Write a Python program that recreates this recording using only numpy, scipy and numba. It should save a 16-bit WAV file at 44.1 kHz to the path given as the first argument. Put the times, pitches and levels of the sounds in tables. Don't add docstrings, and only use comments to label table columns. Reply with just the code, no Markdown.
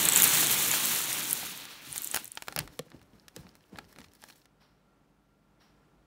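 import sys
import numpy as np
from scipy import signal
from scipy.fft import rfft, irfft
from scipy.io import wavfile
from scipy.ndimage import uniform_filter1d
from numba import njit

SR = 44100
rng = np.random.default_rng(int(sys.argv[2]) if len(sys.argv) > 2 else 0)


def dump(signal):
    limited = np.clip(np.atleast_2d(signal).T, -1, 1)
    pcm = np.round(limited * 32767).astype(np.int16)
    wavfile.write(sys.argv[1], SR, pcm)


N = 267554

# (time [s], rush of sliding flakes [dB], patter of small flakes [dB])
STREAM = [(0, -30, -26), (0.1, -32, -27.5), (0.25, -29.5, -21.5), (0.45, -32, -26), (0.9, -35, -28),
          (1.08, -37, -32), (1.25, -39.5, -33.5), (1.45, -42.5, -38), (1.65, -49.5, -50), (1.8, -52, -55.5),
          (1.97, -49, -41.5), (2.101, -53, -42), (2.172, -46, -41), (2.3, -64.5, -60.5), (2.45, -69, -62),
          (2.8, -85, -90)]
# (time [s], relative level [dB], pitch [Hz])
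FLAKE_TICKS = [(0.0285, -6, 8000), (0.0525, 1.5, 8260), (0.087, 6, 8700), (0.0967, -7, 8600),
               (0.1215, -3, 7900), (0.1336, -0.5, 8230), (0.1534, -3, 7400), (0.16, 3.5, 7900),
               (0.1724, -1, 8200), (0.1752, -1, 8600), (0.2002, -1, 7400), (0.2205, 0, 7940),
               (0.2203, 5, 14000), (0.232, 4, 12140), (0.2394, 4, 11600), (0.2424, 1.5, 8080),
               (0.2485, -9, 8040), (0.2764, -0.5, 8320), (0.2903, -4, 6960), (0.3362, -6, 8100),
               (0.4628, -7, 7400), (0.4695, -0.5, 7500), (0.5248, -5, 12800), (0.5671, -21, 14600),
               (0.6855, -11, 11000), (0.7134, -4, 7180), (0.8561, -6, 10800), (0.9484, -8, 12200),
               (0.9953, -19, 9530), (1.1283, -7, 9300), (1.2297, -14, 9000), (1.2981, -13, 14600),
               (1.3087, -7, 9070), (1.3293, 1.5, 11060), (1.5749, -21.5, 10700), (1.9215, -22, 9700),
               (1.927, -13.5, 9970), (1.966, -18, 14000), (1.9788, -7.5, 7550), (1.9842, -21, 7200),
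               (2.0192, -11.5, 14100), (2.0334, -17, 8430), (2.0444, -11, 10880), (2.0729, -13.5, 8100),
               (2.085, -24, 6800), (2.1131, -13, 8540), (2.1205, -25, 12100), (2.244, -17, 12700),
               (2.2544, -20, 7240), (2.2775, -20.5, 10100), (2.318, -18.5, 8800), (2.353, -23, 8600)]
STRAY_DB, STRAY_SPREAD_DB = 10, 1.5
# (frequency [Hz], gain [dB])
HOLLOW_GAIN = [(180, -20.5), (300, -15.5), (520, -8.5), (930, -0.5), (2150, 2), (3500, 3.5), (4400, 2),
               (4900, -2.5), (7100, -0.5), (8050, -2.5), (9600, -1.5), (10100, -4.5), (10700, -2)]
# (frequency [Hz], width [Hz], level [dB])
FLOOR_ECHO = (4950, 1800, -5.5)
HEAP_S = 1.36
# (frequency [Hz], relative level [dB], t60 [s])
GLAZE_MODES = [(7900, -3, 0.049), (8790, -2.5, .04), (10650, -2.5, 0.12), (12630, -1.5, 0.079),
               (15440, 4, .06)]
BOWL_FULL_S = 0.75
# (frequency [Hz], width [Hz], level [dB])
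CARTON_MODES = [(66.1, 39, -9), (150, 60, 5), (252, 160, 4)]
# (time [s], relative level [dB], nominal pitch [Hz])
WALL_FLEXES = [(1.429, -31.5, 720), (1.871, -39, 283), (1.902, -37.5, 141), (2.002, -44, 276),
               (2.055, -41, 337), (2.563, -30.5, 156), (2.578, -27.5, 600), (2.593, -25.5, 151),
               (2.619, -37, 155), (2.7927, -21.5, 497), (2.864, -46.5, 503), (2.943, -33.5, 264),
               (3.13, -43, 210.5), (3.366, -34, 470), (3.385, -33.5, 147), (3.445, -40, 188),
               (3.727, -35, 203), (3.785, -29.5, 788), (3.994, -40, 240.4)]
# (multiple of its pitch, relative level [dB])
WALL_MODES = [(0.301, -7.5), (.5, -5.5), (1.002, 3), (1.5, -14.5), (2.2, -11)]
WALL_LAG_MAX_CYCLES = 0.75
RUMBLE_DB = -9.5
# (frequency [Hz], relative density [dB])
AIR_SPECTRUM = [(18, -34.5), (30, -9.5), (58, -6.5), (75, -17.5), (103, -9.5), (149, -6), (259, -9),
                (295, -5.5), (328, -11.5), (889, -17.5), (1100, -19.5), (1390, -19.5), (1540, -23),
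                (16000, -47)]
AIR_DB = -66
# (frequency [Hz], mean peak level once the bag sounds end [dB])
MAINS_HUM = [(50, -67.5), (151, -75), (199, -74.5), (285, -84.5), (1370, -82)]
HUM_RISE_DB = 5
# (time [s], relative crack level [dB], relative knock level [dB], knock pitch [Hz])
SNAP_EVENTS = [(0.4282, -30, -23.5, 2130), (0.738, -28, -25, 2120), (1.1284, -20, -32, 4500),
               (1.653, -24, -42, 2680), (1.9594, -17, -35, 2630), (2.1391, -38, -37, 1870),
               (2.1439, -3, -24, 2410), (2.1563, -9.5, -38, 3600), (2.1615, -7, -28, 2060),
               (2.1707, -13, -28.5, 1970), (2.373, -29, -30.5, 2370), (2.4221, -20, -35.5, 2130),
               (2.435, -37, -56, 4000), (2.4727, -33, -48, 1710), (2.4823, -20, -29.5, 1656),
               (2.5239, -28, -40, 1740), (2.562, -10.5, -29, 1870), (2.576, -32, -31.5, 2010),
               (2.589, -7, -23.5, 3700), (2.6024, -41, -37, 2470), (2.6755, -33, -44.5, 1600),
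               (2.7912, -19.5, -33, 2790), (2.9018, -43, -59, 3620), (2.917, -64, -49, 1580),
               (3.0147, -47, -55.5, 1760), (3.027, -47, -63, 4500), (3.2813, -52, -42.5, 4390),
               (3.363, -23, -41, 3910), (3.467, -54, -51, 1646), (3.553, -39.5, -56, 1740),
               (3.7577, -51, -47, 1400), (3.772, -45, -52.5, 3220), (3.7861, -27.5, -35.5, 1780),
               (3.9267, -37, -56.5, 1470), (3.9605, -44, -50, 1680), (3.9858, -34.5, -46, 1745),
               (4.004, -40, -51, 2780), (4.0148, -53, -49, 2480), (4.043, -52, -47.5, 2960),
               (4.117, -56, -60, 4510), (4.135, -41, -61, 4000), (4.151, -39, -57, 4500),
               (4.2185, -38, -58, 4040), (4.2253, -55, -52, 2350), (4.2382, -31, -43.5, 1490),
               (4.286, -37, -51, 3000), (4.3, -48, -50.5, 1950), (4.357, -59.5, -60, 4530),
               (4.4556, -41, -57, 2500)]
# (multiple of the knock pitch, level re knock [dB])
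PIECE_MODES = [(.45, 3.66), (.8, 12.05), (1.25, 16.94), (2.1, 12.8)]
KNOCK_LAG_S, KNOCK_T60_CYCLES = 0.0009, 5.64
# (time [s], held [s], relative bag rustle [dB], relative carton rumble [dB])
HAND_GRIPS = [(2.21, 0.0075, -77, -64), (2.5, 0.027, -66, -55.5), (2.607, 0.0045, -60, -48),
              (2.72, .01, -69, -63), (2.858, 0.008, -76, -66), (2.94, 0.0079, -82, -55.5),
              (3.14, .01, -78, -64), (3.369, 0.0096, -61.5, -52.5), (3.45, 0.078, -84, -65.5),
              (3.731, 0.024, -80.5, -54.5), (3.78, 0.024, -69, -61.5), (3.9, 0.025, -66.5, -64),
              (3.988, 0.017, -67.5, -57), (4.13, 0.029, -75, -82), (4.231, 0.1, -64, -71)]
GRIP_RISE_DB_PER_S, GRIP_FALL_DB_PER_S = 597.5, 184
BAG_DB, BAG_GONE_S = -77, 4.46
BAG_RUSH_DB, BAG_TREBLE_DB = -1, 1
# (frequency [Hz], width [Hz], level [dB])
PACK_MODES = [(840, 140, -2.5), (1700, 230, -4), (4200, 300, -3), (5352, 320, -7)]
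SWAY_HZ, SWAY_WIDTH_HZ, SWAY_LAG_S, SWAY_DB = 77, 50, 0.077, -7.5
# (time [s], relative level [dB])
CLOCK_TICKS = [(4.615, -50.5), (5.6136, -49.5)]
# (frequency [Hz], width [Hz], level [dB])
CASE_MODES = [(1190, 1500, 6.5), (3126, 900, -5), (4080, 710, -1), (5060, 650, -2.5), (5530, 200, 0)]
CLOCK_T60_S, CLOCK_TOP_HZ = 0.51, 5700
ROOM_T60_S, ROOM_DB, ROOM_HZ = 0.2, -21.5, 5000
BASS_HZ, TOP_HZ, HISS_DB = 50.8, 15720, -86.5


def amp(db):
    return 10 ** (np.asarray(db) / 20)


def unit(x):
    return x / np.sqrt(np.mean(x ** 2))


def colour(x, points):
    hz, db = np.transpose(points)
    grid_hz = np.arange(4097) * SR / 8192
    log_gain = np.interp(np.log(grid_hz + 1), np.log(hz), db) * np.log(10) / 20
    cepstrum = irfft(log_gain)
    cepstrum[1:4096] *= 2
    cepstrum[4097:] = 0
    impulse = irfft(np.exp(rfft(cepstrum)))
    return signal.fftconvolve(x, impulse)[:len(x)]


def resonate(x, peaks):
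    return sum(amp(db) * signal.lfilter(*signal.iirpeak(hz, hz / width, fs=SR), x)
               for hz, width, db in peaks)


@njit
def rings(length, start, hz, t60, size):
    out = np.zeros(length)
    for k in range(len(start)):
        step = np.exp(2j * np.pi * hz[k] / SR - np.log(1000) / (t60[k] * SR))
        z, unrisen = size[k] + 0j, 1.
        for i in range(max(start[k], 0), min(start[k] + int(t60[k] * SR) + 1, length)):
            z *= step
            unrisen *= np.exp(-2 * hz[k] / SR)
            out[i] += z.imag * (1 - unrisen)
    return out


def grains(start_s, hz, t60_s, size):
    hz = np.clip(hz, 30, SR * .45)
    start = (start_s * SR).astype(np.int64)
    return rings(N, start.ravel(), hz.ravel(), np.abs(t60_s).ravel(), size.ravel())


def walk(rate_hz):
    k = int(SR / rate_hz)
    steps = np.repeat(rng.standard_normal(N // k + 1), k)
    return uniform_filter1d(uniform_filter1d(steps, k), k)[:N]


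def burst(s, db, hz, smear_s, wide, t60_s, count, lag_cycles, crest=0.38):
    u = rng.random((len(s), 3, count))
    place = u[:, 0]
    away = 2 * (np.arange(count) + u[:, 1]) / count - 1
    pitch = hz[:, None] * np.exp(wide * away)
    share = amp(-10 * np.abs(place - crest) - 6.2 * away ** 2)
    share = share / np.sqrt(np.mean(share ** 2, axis=1, keepdims=True))
    start_s = s[:, None] + smear_s * place + lag_cycles / pitch
    return grains(start_s, pitch, t60_s * (0.85 + 0.71 * u[:, 2]), amp(db[:, None]) * share)


def shower(lo_hz, hi_hz, cycles, spread_db, count):
    u = rng.random((count, 5))
    start_s = u[:, :1] * N / SR
    hz = lo_hz + (hi_hz - lo_hz) * u[:, 2:]
    excess = np.minimum(-np.log(1 - u[:, 1:2]), 6)
    size = amp(spread_db * excess) * np.sqrt(hz)
    return unit(grains(start_s + 0 * hz, hz, cycles / hz, size))


def flake_stream():
    rush = shower(349, 5710, cycles=11, spread_db=1.5, count=30000) * amp(1.2 * walk(30))
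    patter = shower(5500, 16350, cycles=11, spread_db=1.5, count=34000) * amp(2.4 * walk(60))
    return rush, patter


def strays(count):
    s, _, patter_db = np.transpose(STREAM)
    u = rng.random((count, 3))
    when_s = u[:, 0] * s[-1]
    extra_db = STRAY_DB - STRAY_SPREAD_DB * np.log(1 - .95 * u[:, 1])
    db = np.interp(when_s, s, patter_db) + extra_db
    return np.transpose([when_s, db, 7000 * 2 ** u[:, 2]])


def ticks():
    s, db, hz = np.vstack([FLAKE_TICKS, strays(count=200)]).T
    own = burst(s, db - 11, hz, smear_s=0.0009, wide=0.17, t60_s=0.0031, count=6, lag_cycles=4)
    spray = burst(s, db - 11.5, 10500 + 0 * hz, smear_s=0.00094, wide=0.39, t60_s=0.001,
                  count=10, lag_cycles=5)
    return own + spray


def bowl(blows):
    t = np.arange(int(.12 * SR)) / SR
    ring = sum(amp(db - 60 * t / t60_s) * np.sin(2 * np.pi * hz * t) for hz, db, t60_s in GLAZE_MODES)
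    bareness = np.exp(-(np.arange(N) / SR / BOWL_FULL_S) ** 2)
    return amp(-41.5) * signal.fftconvolve(blows * bareness, ring)[:N]


def carton(shaking):
    rumble = unit(resonate(rng.standard_normal(N) * amp(2 * walk(40)), CARTON_MODES))
    s, db, hz = np.transpose(WALL_FLEXES)[:, :, None]
    multiple, mode_db = np.transpose(WALL_MODES)
    u = rng.random((len(s), 2, len(WALL_MODES)))
    pitch = hz * multiple * (1 + 0.084 * (u[:, 0] - .5))
    start_s = s + WALL_LAG_MAX_CYCLES / pitch * u[:, 1]
    thumps = grains(start_s, pitch, .013 + 8.5 / pitch, amp(db - 4 + mode_db))
    return shaking * rumble + thumps


def kitchen():
    t = np.arange(N) / SR
    sound = unit(colour(rng.standard_normal(N), AIR_SPECTRUM)) * amp(AIR_DB + 1.3 * walk(2.7))
    for hz, db in MAINS_HUM:
        level = amp(db - HUM_RISE_DB * (t < BAG_GONE_S) + 3 * walk(39))
        sound = sound + level * np.sin(2 * np.pi * hz * t + 1.14 * walk(7.9))
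    return sound


def snaps():
    s, crack_db, knock_db, knock_hz = np.transpose(SNAP_EVENTS)
    crack = burst(s, crack_db - 9, 9500 + 0 * s, smear_s=0.0014, wide=0.7, t60_s=0.0011,
                  count=14, lag_cycles=3)
    multiple, mode_db = np.transpose(PIECE_MODES)
    pitch = knock_hz[:, None] * multiple
    start_s = s[:, None] + KNOCK_LAG_S + 0 * pitch
    knock = grains(start_s, pitch, KNOCK_T60_CYCLES / pitch, amp(knock_db[:, None] + mode_db))
    crumbs = burst(s, knock_db - 10, knock_hz, smear_s=0.0057, wide=1.278, t60_s=0.007,
                   count=40, lag_cycles=1.4, crest=.05)
    return crack + knock + crumbs


def grips(t):
    s, held_s, *levels = np.transpose(HAND_GRIPS)[:, :, None]
    rise_db = -GRIP_RISE_DB_PER_S * np.maximum(s - t, 0)
    fall_db = -GRIP_FALL_DB_PER_S * np.maximum(t - s - np.abs(held_s), 0)
    return [amp(db + rise_db + fall_db).sum(axis=0) for db in levels]


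def bag(t, rustle, rush, patter):
    crinkle = shower(1300, 5850, cycles=16, spread_db=5, count=4000)
    crinkle = crinkle + amp(BAG_RUSH_DB) * rush + amp(BAG_TREBLE_DB) * patter
    level = rustle + amp(BAG_DB) * (t < BAG_GONE_S)
    return level * unit(crinkle) * amp(3.4 * walk(120))


def sway(t):
    noise = unit(resonate(rng.standard_normal(N), [(SWAY_HZ, SWAY_WIDTH_HZ, 0)]))
    return amp(SWAY_DB) * noise * grips(t - SWAY_LAG_S)[1]


def clock():
    t, shape = np.arange(N) / SR, 0
    for s, db in CLOCK_TICKS:
        age = np.maximum(t - s + 0.02, 0)
        shape = shape + amp(db - 11 - 60 * age / CLOCK_T60_S) * (1 - np.exp(-(age / 0.014) ** 2))
    low_pass = signal.cheby1(8, 1, CLOCK_TOP_HZ, fs=SR, output="sos")
    dull = signal.sosfilt(low_pass, rng.standard_normal(N))
    return shape * unit(resonate(dull, CASE_MODES) + amp(-14) * rng.standard_normal(N))


def room(x):
    t = np.arange(int(.5 * SR)) / SR
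    tail = rng.standard_normal(len(t)) * amp(-60 * t / ROOM_T60_S) * (1 - np.exp(-t / 0.0013))
    tail = signal.lfilter(*signal.butter(1, ROOM_HZ, fs=SR), tail)
    return amp(ROOM_DB) * signal.fftconvolve(x, tail / np.sqrt(np.sum(tail ** 2)))[:N]


def scene():
    t = np.arange(N) / SR
    s, *columns = np.transpose(STREAM)
    sliding, small = (amp(np.interp(t, s, db, right=-120)) for db in columns)
    rustle, grip_rumble = grips(t)
    rush, patter = flake_stream()

    bright = small * patter + ticks()
    flakes = colour(sliding * rush + bright, HOLLOW_GAIN)
    floor_echo = np.exp(-t / HEAP_S) * resonate(flakes, [FLOOR_ECHO])

    crackle = bag(t, rustle, rush, patter) + snaps()
    shaking = amp(RUMBLE_DB) * sliding + grip_rumble
    pack = crackle + resonate(crackle, PACK_MODES) + sway(t) + carton(shaking)

    near = flakes - floor_echo + bowl(bright) + pack
    return (near + room(near) + clock() + kitchen())[None]


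def record(dry):
    heard = np.tanh(dry + amp(HISS_DB) * rng.standard_normal(N))
    lean = signal.sosfilt(signal.butter(3, BASS_HZ, "high", fs=SR, output="sos"), heard)
    return signal.sosfilt(signal.ellip(8, .5, 40, TOP_HZ, fs=SR, output="sos"), lean)


dry = scene()
out = record(dry)
dump(out)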